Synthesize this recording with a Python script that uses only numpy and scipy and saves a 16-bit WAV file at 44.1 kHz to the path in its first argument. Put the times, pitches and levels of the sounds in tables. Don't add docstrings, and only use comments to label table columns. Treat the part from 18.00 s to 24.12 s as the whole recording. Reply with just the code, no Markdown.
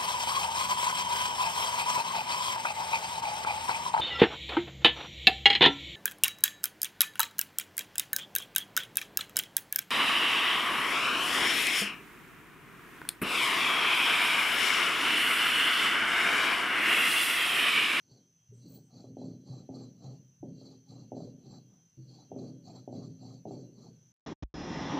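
import sys
import numpy as np
from scipy import signal
from scipy.fft import rfft, irfft, next_fast_len
from scipy.io import wavfile
from scipy.ndimage import uniform_filter1d, map_coordinates

SR = 44100
rng = np.random.default_rng(int(sys.argv[2]) if len(sys.argv) > 2 else 0)


def transcribe(signal):
    frames = np.atleast_2d(signal).T
    limited = np.clip(frames, -1, 1)
    pcm = np.round(limited * 32767).astype(np.int16)
    wavfile.write(sys.argv[1], SR, pcm)


N = 269892

# [t/s, level/dB, hardness/dB]
BOWL_KNOCKS = [(1.04, -38, -14), (1.167, -31, -12), (1.214, -31, -14), (1.689, -30.5, -13.5),
               (1.738, -38, -2), (2.4265, -34.5, -3), (2.47, -40.5, -24.5), (2.612, -42.5, -16),
               (3.117, -29, 2.5), (3.165, -29.5, -12), (3.202, -33, -8.5), (4.315, -29, -3.5),
               (4.36, -29.5, -19.5), (4.875, -28.5, -7), (4.925, -30.5, -9.5), (5.452, -31, 6.5),
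               (5.507, -29.5, -4.5)]
# [f/Hz, level/dB, t60/s]
LOW_MODES = [(118.5, 7, 1), (128, -10.5, 0.43), (160.5, 0.5, 0.95), (197, -23, 0.25), (233.4, 0, 0.44),
             (261.9, 5, 0.71), (296.5, -12, 0.15), (394.4, -8.5, 0.45), (503.8, -10.5, 0.22),
             (574.5, -4.5, 0.19), (645.4, -15, .25), (726, -12.5, 0.081)]
# [t/s, run-up/s, hold/s, scrape level/dB, coarse powder level/dB, boom level/dB, judder level/dB]
PESTLE_STROKES = [(0.108, 0.096, 0.066, -70, -86.5, -66.5, -62.5),
                  (0.665, 0.088, 0.091, -66.5, -82.5, -52, -54),
                  (0.943, 0.041, 0.084, -64.5, -74.5, -52.5, -54.5),
                  (1.203, .04, 0.094, -65.5, -78, -46, -51.5),
                  (1.497, 0.083, 0.093, -64.5, -73, -49.5, -51.5),
                  (1.747, 0.035, 0.099, -64, -73, -55, -51.5), (2.034, 0.071, 0.072, -65, -71, -50, -52.5),
                  (2.607, 0.11, 0.12, -64.5, -78, -58.5, -54.5),
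                  (2.9, 0.044, 0.11, -64.5, -73.5, -49.5, -53.5), (3.165, 0.022, 0.1, -66, -75, -48, -49.5),
                  (3.467, 0.054, 0.099, -65.5, -75, -50, -53.5), (3.715, 0.091, .05, -100, -88, -82, -72),
                  (4.109, 0.12, 0.1, -65.5, -80, -60.5, -59), (4.391, 0.02, .085, -64, -73.5, -49.5, -51),
                  (4.655, 0.036, 0.13, -64, -71.5, -51.5, -53),
                  (4.927, 0.022, 0.14, -64.5, -73, -44.5, -53),
                  (5.217, 0.041, 0.11, -63.5, -73.5, -48.5, -52),
                  (5.485, 0.023, 0.13, -66.5, -74.5, -49.5, -50.5),
                  (5.786, 0.073, 0.093, -68, -76.5, -56, -56)]


def amp(db):
    return 10 ** (np.asarray(db) / 20)


def unit(x):
    return x / np.sqrt(np.mean(x ** 2) + 1e-20)


def along(points, hz):
    f, v = np.transpose(points)
    return np.interp(np.log(hz + 1), np.log(f + 1), v)


def curves(rows):
    s, *cols = np.transpose(rows)
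    return [np.interp(np.arange(N) / SR, s, c) for c in cols]


def wobble(rate):
    knots = rng.standard_normal(int(N * rate / SR) + 4)
    return map_coordinates(knots, [np.arange(N) * rate / SR])


def filtered(x, response):
    m = next_fast_len(N + SR // 2)
    return irfft(rfft(x, m) * response(np.fft.rfftfreq(m, 1 / SR)), m)[..., :N]


def coloured(x, spectrum):
    return unit(filtered(x, lambda hz: amp(along(spectrum, hz))))


def ringing(x, modes):
    def response(f):
        return sum(amp(db) * 1j * f * width / (hz * hz - f * f + 1j * f * width) for hz, width, db in modes)
    return unit(filtered(x, response))


def pulse(gain_db):
    cepstrum = irfft(np.log(amp(gain_db)))
    half = len(cepstrum) // 2
    fold = np.r_[1, np.full(half - 1, 2), 1, np.zeros(half - 1)]
    return irfft(np.exp(rfft(cepstrum * fold)))


def grains(rate, scatter_db):
    struck = rng.random(N) < rate / SR
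    sign = np.sign(rng.standard_normal(N))
    return unit(struck * sign * amp(scatter_db * rng.standard_normal(N)))


def steadied(x, span):
    power = uniform_filter1d(x ** 2, max(int(span * SR), 1))
    return x / np.sqrt(np.abs(power) + 1e-4)


def patchy(x, depth_db=4.5):
    z = signal.stft(x, nperseg=512)[2]
    across_pitch = uniform_filter1d(rng.standard_normal(z.shape), size=3, axis=0)
    field = uniform_filter1d(across_pitch, size=5, axis=1)
    return unit(signal.istft(z * amp(depth_db * unit(field)), nperseg=512)[1][:N])


def together(levels):
    return np.sqrt(sum(level ** 2 for level in levels) + 1e-20)


def swell(s, rise, hold, fall_db_per_s, sag_db_per_s=0, run_up_db=20):
    gain = np.zeros(N)
    near = np.arange(max(int((s - .5) * SR), 0), min(int((s + 1) * SR), N))
    t = near / SR - s
    climb_db = run_up_db * np.minimum(t, 0) / rise
    sag_db = sag_db_per_s * np.maximum(t, 0)
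    fall_db = fall_db_per_s * np.maximum(t - hold, 0)
    gain[near] = amp(climb_db - sag_db - fall_db)
    return gain


def tail():
    # [f/Hz, t60/s]
    room_decay = [(120, 0.46), (300, 1), (800, 0.12), (4000, 0.21), (12000, 0.032)]
    hz, t, z = signal.stft(rng.standard_normal(SR // 2), SR, nperseg=256)
    fading = amp(-60 * t / along(room_decay, hz)[:, None])
    decay = signal.istft(z * fading, SR, nperseg=256)[1][:SR // 2]
    return decay / np.linalg.norm(decay)


def tone(hz, waver_hz, waver_rate, fade_db, fade_rate):
    phase = 2 * np.pi * np.cumsum(hz + waver_hz * wobble(waver_rate)) / SR
    return unit(amp(fade_db * np.tanh(wobble(fade_rate))) * np.sin(phase))


def background(whine_db=-73.0, floor_db=-74.5):
    # [f/Hz, level/dB]
    whine_band = [(4800, -20.5), (5450, -18.5), (5700, -3), (5950, 0.5), (6160, 5), (6330, -2.5),
                  (6520, -11), (7000, -56)]
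    # [f/Hz, level/dB]
    thin_tones = [(164, -74.5), (1529, -100), (6162, -82.5), (15110, -99)]
    # [f/Hz, level/dB]
    flickering_tones = [(2590, -101), (2780, -96), (2875, -100), (3060, -99), (3180, -96.5), (3225, -92.5),
                        (3350, -101)]
    # [f/Hz, level/dB]
    room_floor = [(25, -41), (70, -15.5), (120, -1.5), (165, -6), (210, -15.5), (310, -25.5), (600, -28.5),
                  (1200, -34), (2200, -37), (3000, -38), (3600, -50), (5000, -46.5), (7000, -30.5),
                  (8500, -39), (14000, -38.5), (15200, -37.5)]
    whine = amp(whine_db + 1.2 * wobble(11.0)) * coloured(rng.standard_normal(N), whine_band)
    thin = sum(amp(db) * tone(hz, waver_hz=4, waver_rate=25, fade_db=7.5, fade_rate=7.8)
               for hz, db in thin_tones)
    flicker = sum(amp(db) * tone(hz, waver_hz=32.7, waver_rate=130, fade_db=11, fade_rate=16)
                  for hz, db in flickering_tones)
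    hum = amp(floor_db) * coloured(rng.standard_normal(N), room_floor)
    return whine + thin + flicker + hum


def hiss():
    # [t/s, body level/dB, sizzle level/dB]
    hiss_course = [(.5, -115, -120), (.54, -80.5, -105), (.66, -81, -82), (.71, -75, -59.5),
                   (.76, -73.5, -58), (.81, -81, -73), (.88, -86, -103), (.95, -115, -120)]
    # [f/Hz, level/dB]
    airy_band = [(5000, -31), (7000, -10), (8100, -2), (8900, -12.5), (10400, -20), (11500, -35),
                 (13000, -12), (15000, -48)]
    # [f/Hz, level/dB]
    sizzle_band = [(11500, -30), (13100, -27), (13400, -29), (14500, -4), (15200, -9)]
    body_db, sizzle_db = curves(hiss_course)
    body = amp(body_db) * patchy(coloured(rng.standard_normal(N), airy_band))
    sizzle = amp(sizzle_db) * patchy(coloured(rng.standard_normal(N), sizzle_band))
    return body + sizzle


def snaps(t60=0.048):
    # [t/s, level/dB]
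    bursts = [(2.042, -60), (4.68, -59), (5.342, -62)]
    # [f/Hz, level/dB]
    spray_colour = [(1500, -29), (3500, -6), (4400, 4), (5400, 3), (6700, 11), (7300, -10), (8200, -33),
                    (14000, -35)]
    t = np.arange(N) / SR
    level = sum((t >= s) * amp(db - 60 * np.abs(t - s) / t60) for s, db in bursts)
    return level * coloured(rng.standard_normal(N), spray_colour)


def low_rings(attack_cycles=0.55):
    # [t/s, level/dB, f/Hz, t60/s]
    single_rings = [(0.113, -48.5, 127, 0.26), (0.488, -46.5, 119.2, 0.58), (0.523, -48.5, 403, 0.082),
                    (0.656, -39.5, 310, 0.043), (0.941, -50.5, 249, 0.061), (1.497, -35.5, 130.4, 0.27),
                    (2.042, -39.5, 129, 0.55), (2.403, -43.5, 122, 0.23), (2.429, -24, 342, 0.025),
                    (3.505, -43, 126, 0.29), (3.972, -44.5, 128.3, 0.77), (3.983, -52.5, 323.5, 0.32)]
    out, t = np.zeros(N + SR), np.arange(SR // 2) / SR
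    for s, db, hz, t60 in single_rings:
        onset = (1 - np.exp(-t * hz / attack_cycles)) ** 2
        out[round(s * SR):][:len(t)] += amp(db - 60 * t / t60) * onset * np.sin(2 * np.pi * hz * t)
    return out[:N]


def knock(hardness_db, ring_db=-40, room_db=-6, hard_hz=800, soft_hz=220, usual_db=-12):
    # [delay/s, gain]
    near_surfaces = [(.0031, 0.69), (.0082, 0.51), (.0155, 0.31), (.0232, 0.11), (.031, .22), (.0385, 0.1)]
    # [f/Hz, level/dB]
    thud_colour = [(30, -26.5), (70, -19), (120, -9.5), (260, 3), (450, 6.5), (720, 2), (880, -1),
                   (1050, -34), (1400, -43.5), (2200, -54), (4000, -81)]
    t = np.arange(SR // 2) / SR
    answer = amp(room_db) * tail() * (1 - np.exp(-t / 0.0074))
    for hz, db, t60 in LOW_MODES:
        strength = amp(ring_db) * amp(db + rng.normal(0, 1.8) - 60 * t / t60)
        answer += strength * np.cos(2 * np.pi * hz * t)
    answer[0] += 1
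    for delay, gain in near_surfaces:
        answer[round(delay * SR)] += gain
    hz = np.fft.rfftfreq(4096, 1 / SR)
    tilt_db = along([(soft_hz, 0), (hard_hz, hardness_db - usual_db)], hz)
    push = pulse(along(thud_colour, hz) + tilt_db)
    blow = signal.fftconvolve(answer, push)[:len(t)]
    return blow / np.abs(blow).max()


def rocking(knock_db=-1.5, lag=.002):
    out = np.zeros(N + SR)
    for s, db, hardness_db in BOWL_KNOCKS:
        blow = amp(db + knock_db) * knock(hardness_db)
        out[round((s + lag) * SR):][:len(blow)] += blow
    return out[:N]


def tipping(dip_db=9, lead=0.0012, length=0.012):
    t = np.arange(N) / SR
    lifted = sum(np.exp(-((t - s + lead) / length) ** 2) for s, db, hardness_db in BOWL_KNOCKS)
    return amp(-dip_db * lifted)


def shaking(spectrum, ring_db):
    bumps = grains(rate=700, scatter_db=3.0)
    modes = [(hz, np.log(1000) / np.pi / t60, db) for hz, db, t60 in LOW_MODES]
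    through_bowl = amp(ring_db) * coloured(ringing(bumps, modes), spectrum)
    return steadied(coloured(bumps, spectrum) + through_bowl, span=0.027)


def pressing(turn_dip_db=3.5, turn_half_s=0.034, press_on_s=0.012, shudder_rise_s=0.012):
    # [t/s, hold/s, boom level/dB, judder level/dB]
    weight_drops = [(0.503, 0.093, -58.5, -65), (1.062, 0.075, -50.5, -55), (1.167, 0.098, -53, -47),
                    (1.676, 0.077, -47, -46.5), (2.425, 0.02, -43.5, -44.5), (3.108, 0.07, -46, -41),
                    (3.967, 0.023, -54.5, -61.5), (4.297, 0.14, -46.5, -44.5), (4.886, 0.084, -48, -44),
                    (5.442, 0.078, -49, -41.5), (5.872, 0.016, -58.5, -71)]
    ease_db_per_s, settle_db_per_s = 112.5, 87.5
    boom_lingers = 1.47
    t = np.arange(N) / SR
    still = sum(np.exp(-((t - s + rise) / turn_half_s) ** 2) for s, rise, *_ in PESTLE_STROKES)
    moving = amp(-turn_dip_db * still)
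    booms, judders = [], []
    for s, rise, hold, _, _, boom_db, judder_db in PESTLE_STROKES:
        pressed = hold + press_on_s
        booms.append(amp(boom_db) * moving * swell(s, rise, pressed, ease_db_per_s / boom_lingers))
        judders.append(amp(judder_db) * moving * swell(s, rise, pressed, ease_db_per_s))
    for s, hold, boom_db, judder_db in weight_drops:
        full = s + shudder_rise_s
        booms.append(amp(boom_db) * swell(full, shudder_rise_s, hold, settle_db_per_s / boom_lingers))
        judders.append(amp(judder_db) * swell(full, shudder_rise_s, hold, settle_db_per_s))
    return together(booms), together(judders)


def rumble(boom_db=-1.5, judder_db=-3, chatter_db=-54, heavy_db=-43, steepness=1.4):
    # [f/Hz, level/dB]
    boom_colour = [(25, -41), (50, -39.5), (85, -23), (105, -13), (122, 3), (145, -6), (165, -2.5),
                   (200, -8.5), (280, -20.5), (600, -91)]
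    # [f/Hz, level/dB]
    judder_colour = [(120, -28.5), (190, -7.5), (255, -3), (330, -3.5), (450, -9.5), (600, -20.5),
                     (760, -39.5), (950, -39), (1500, -80)]
    # [f/Hz, level/dB]
    chatter_colour = [(250, -32), (390, 5), (580, 0), (740, -12), (880, -26.5), (1000, -30), (1500, -52)]
    boom_level, judder_level = pressing()
    bumps = coloured(grains(rate=330, scatter_db=3.5), boom_colour)
    boom = amp(boom_db) * boom_level * steadied(bumps, span=0.035)
    judder = amp(judder_db) * judder_level * shaking(judder_colour, ring_db=1.0)
    chatter_level = amp(chatter_db) * (judder_level / amp(heavy_db)) ** steepness
    chatter = chatter_level * shaking(chatter_colour, ring_db=-8.0)
    return tipping() * (boom + judder + chatter)


def stone_modes(modes, wander_db, catch_db):
    out = 0
    for hz, width, db in modes:
        resonance = lambda f: (1j * f * width / (hz * hz - f * f + 1j * f * width)) ** 2
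        ring = unit(filtered(grains(rate=5000, scatter_db=5.0) * amp(catch_db), resonance))
        out = out + amp(db + wander_db * wobble(16)) * ring
    return steadied(unit(out), span=0.096)


def sliding(stop_db_per_s=200, sag_db_per_s=16, coarse_lag=0.16, coarse_half_s=0.065, coarse_edge=4.7):
    t = np.arange(N) / SR
    slides, coarses = [], []
    for s, rise, hold, scrape_db, coarse_db, *_ in PESTLE_STROKES:
        slides.append(amp(scrape_db) * swell(s, rise, hold, stop_db_per_s, sag_db_per_s))
        heap_s = s + hold / 2 + coarse_lag * rise
        from_heap = np.abs(t - heap_s) / coarse_half_s
        coarses.append(amp(coarse_db) / (1 + from_heap ** coarse_edge))
    uneven = amp(1.4 * wobble(30))
    return uneven * together(slides), uneven * together(coarses)


def scrape(stone_db=0, high_db=-6, powder_db=-6, crunch_db=8.5, room_db=-13):
    # [f/Hz, width/Hz, level/dB]
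    main_ring = [(2496, 27, -31.5), (2690, 360, -34.5), (3345, 56, -23.5), (3700, 40, -23.5),
                 (4060, 107, -6), (4414, 188, -1.5), (4780, 390, -14)]
    # [f/Hz, width/Hz, level/dB]
    upper_ring = [(6650, 37, -2.5), (7290, 74, -10.5), (7487, 65, -4), (9010, 120, -25), (9530, 250, -20.5),
                  (10300, 200, -26)]
    # [f/Hz, level/dB]
    powder_colour = [(1500, -8), (2400, -10.5), (3600, -14), (4000, -15), (4700, -1), (5300, 12.5),
                     (6300, 16), (7200, -11), (8100, -9), (11000, -26), (15500, -1.5)]
    # [f/Hz, level/dB]
    crunch_colour = [(250, -17), (500, -3.5), (820, 6), (980, -9.5), (1170, -5), (1400, -16.5),
                     (1900, -28.5), (2400, -22.5), (3500, -34), (6000, -90)]
    slide, coarse = sliding()
    grit = np.sqrt(slide * (coarse + amp(-24.5) * slide))
    catch_db = 1.9 * wobble(70)

    def breaks():
        return grains(rate=3000, scatter_db=3) * amp(catch_db / 2)

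    stone = amp(stone_db) * slide * stone_modes(main_ring, wander_db=2.5, catch_db=catch_db)
    high = amp(high_db) * grit * stone_modes(upper_ring, wander_db=4.5, catch_db=catch_db)
    powder = amp(powder_db) * grit * coloured(breaks(), powder_colour)
    crunch = amp(crunch_db) * coarse * patchy(coloured(breaks(), crunch_colour))
    close = stone + high + powder + crunch
    return close + amp(room_db) * signal.fftconvolve(close, tail())[:N]


def scene(self_noise_db=-84):
    # [f/Hz, level/dB]
    side_width = [(30, -21), (70, -41), (130, -62), (350, -69), (700, -45), (1500, -22), (3000, -14),
                  (4300, -23.5), (6200, -17), (8500, -21), (14000, -36)]
    # [f/Hz, level/dB]
    microphone_noise = [(18, -49), (30, -19), (102, -15.5), (222, -20.5), (524, -9), (1780, -14.5),
                        (6040, -14.5), (8040, -21), (15000, -18.5)]
    mid = background() + hiss() + snaps() + low_rings() + rocking() + rumble() + scrape()
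    diffuse = signal.fftconvolve(mid, tail())[:N]
    side = filtered(diffuse, lambda hz: amp(along(side_width, hz)))
    side += amp(self_noise_db) * coloured(rng.standard_normal(N), microphone_noise)
    return np.array([mid + side, mid - side])


def record(dry, top_hz=15550):
    return filtered(dry, lambda hz: hz < top_hz)


dry = scene()
out = record(dry)
transcribe(out)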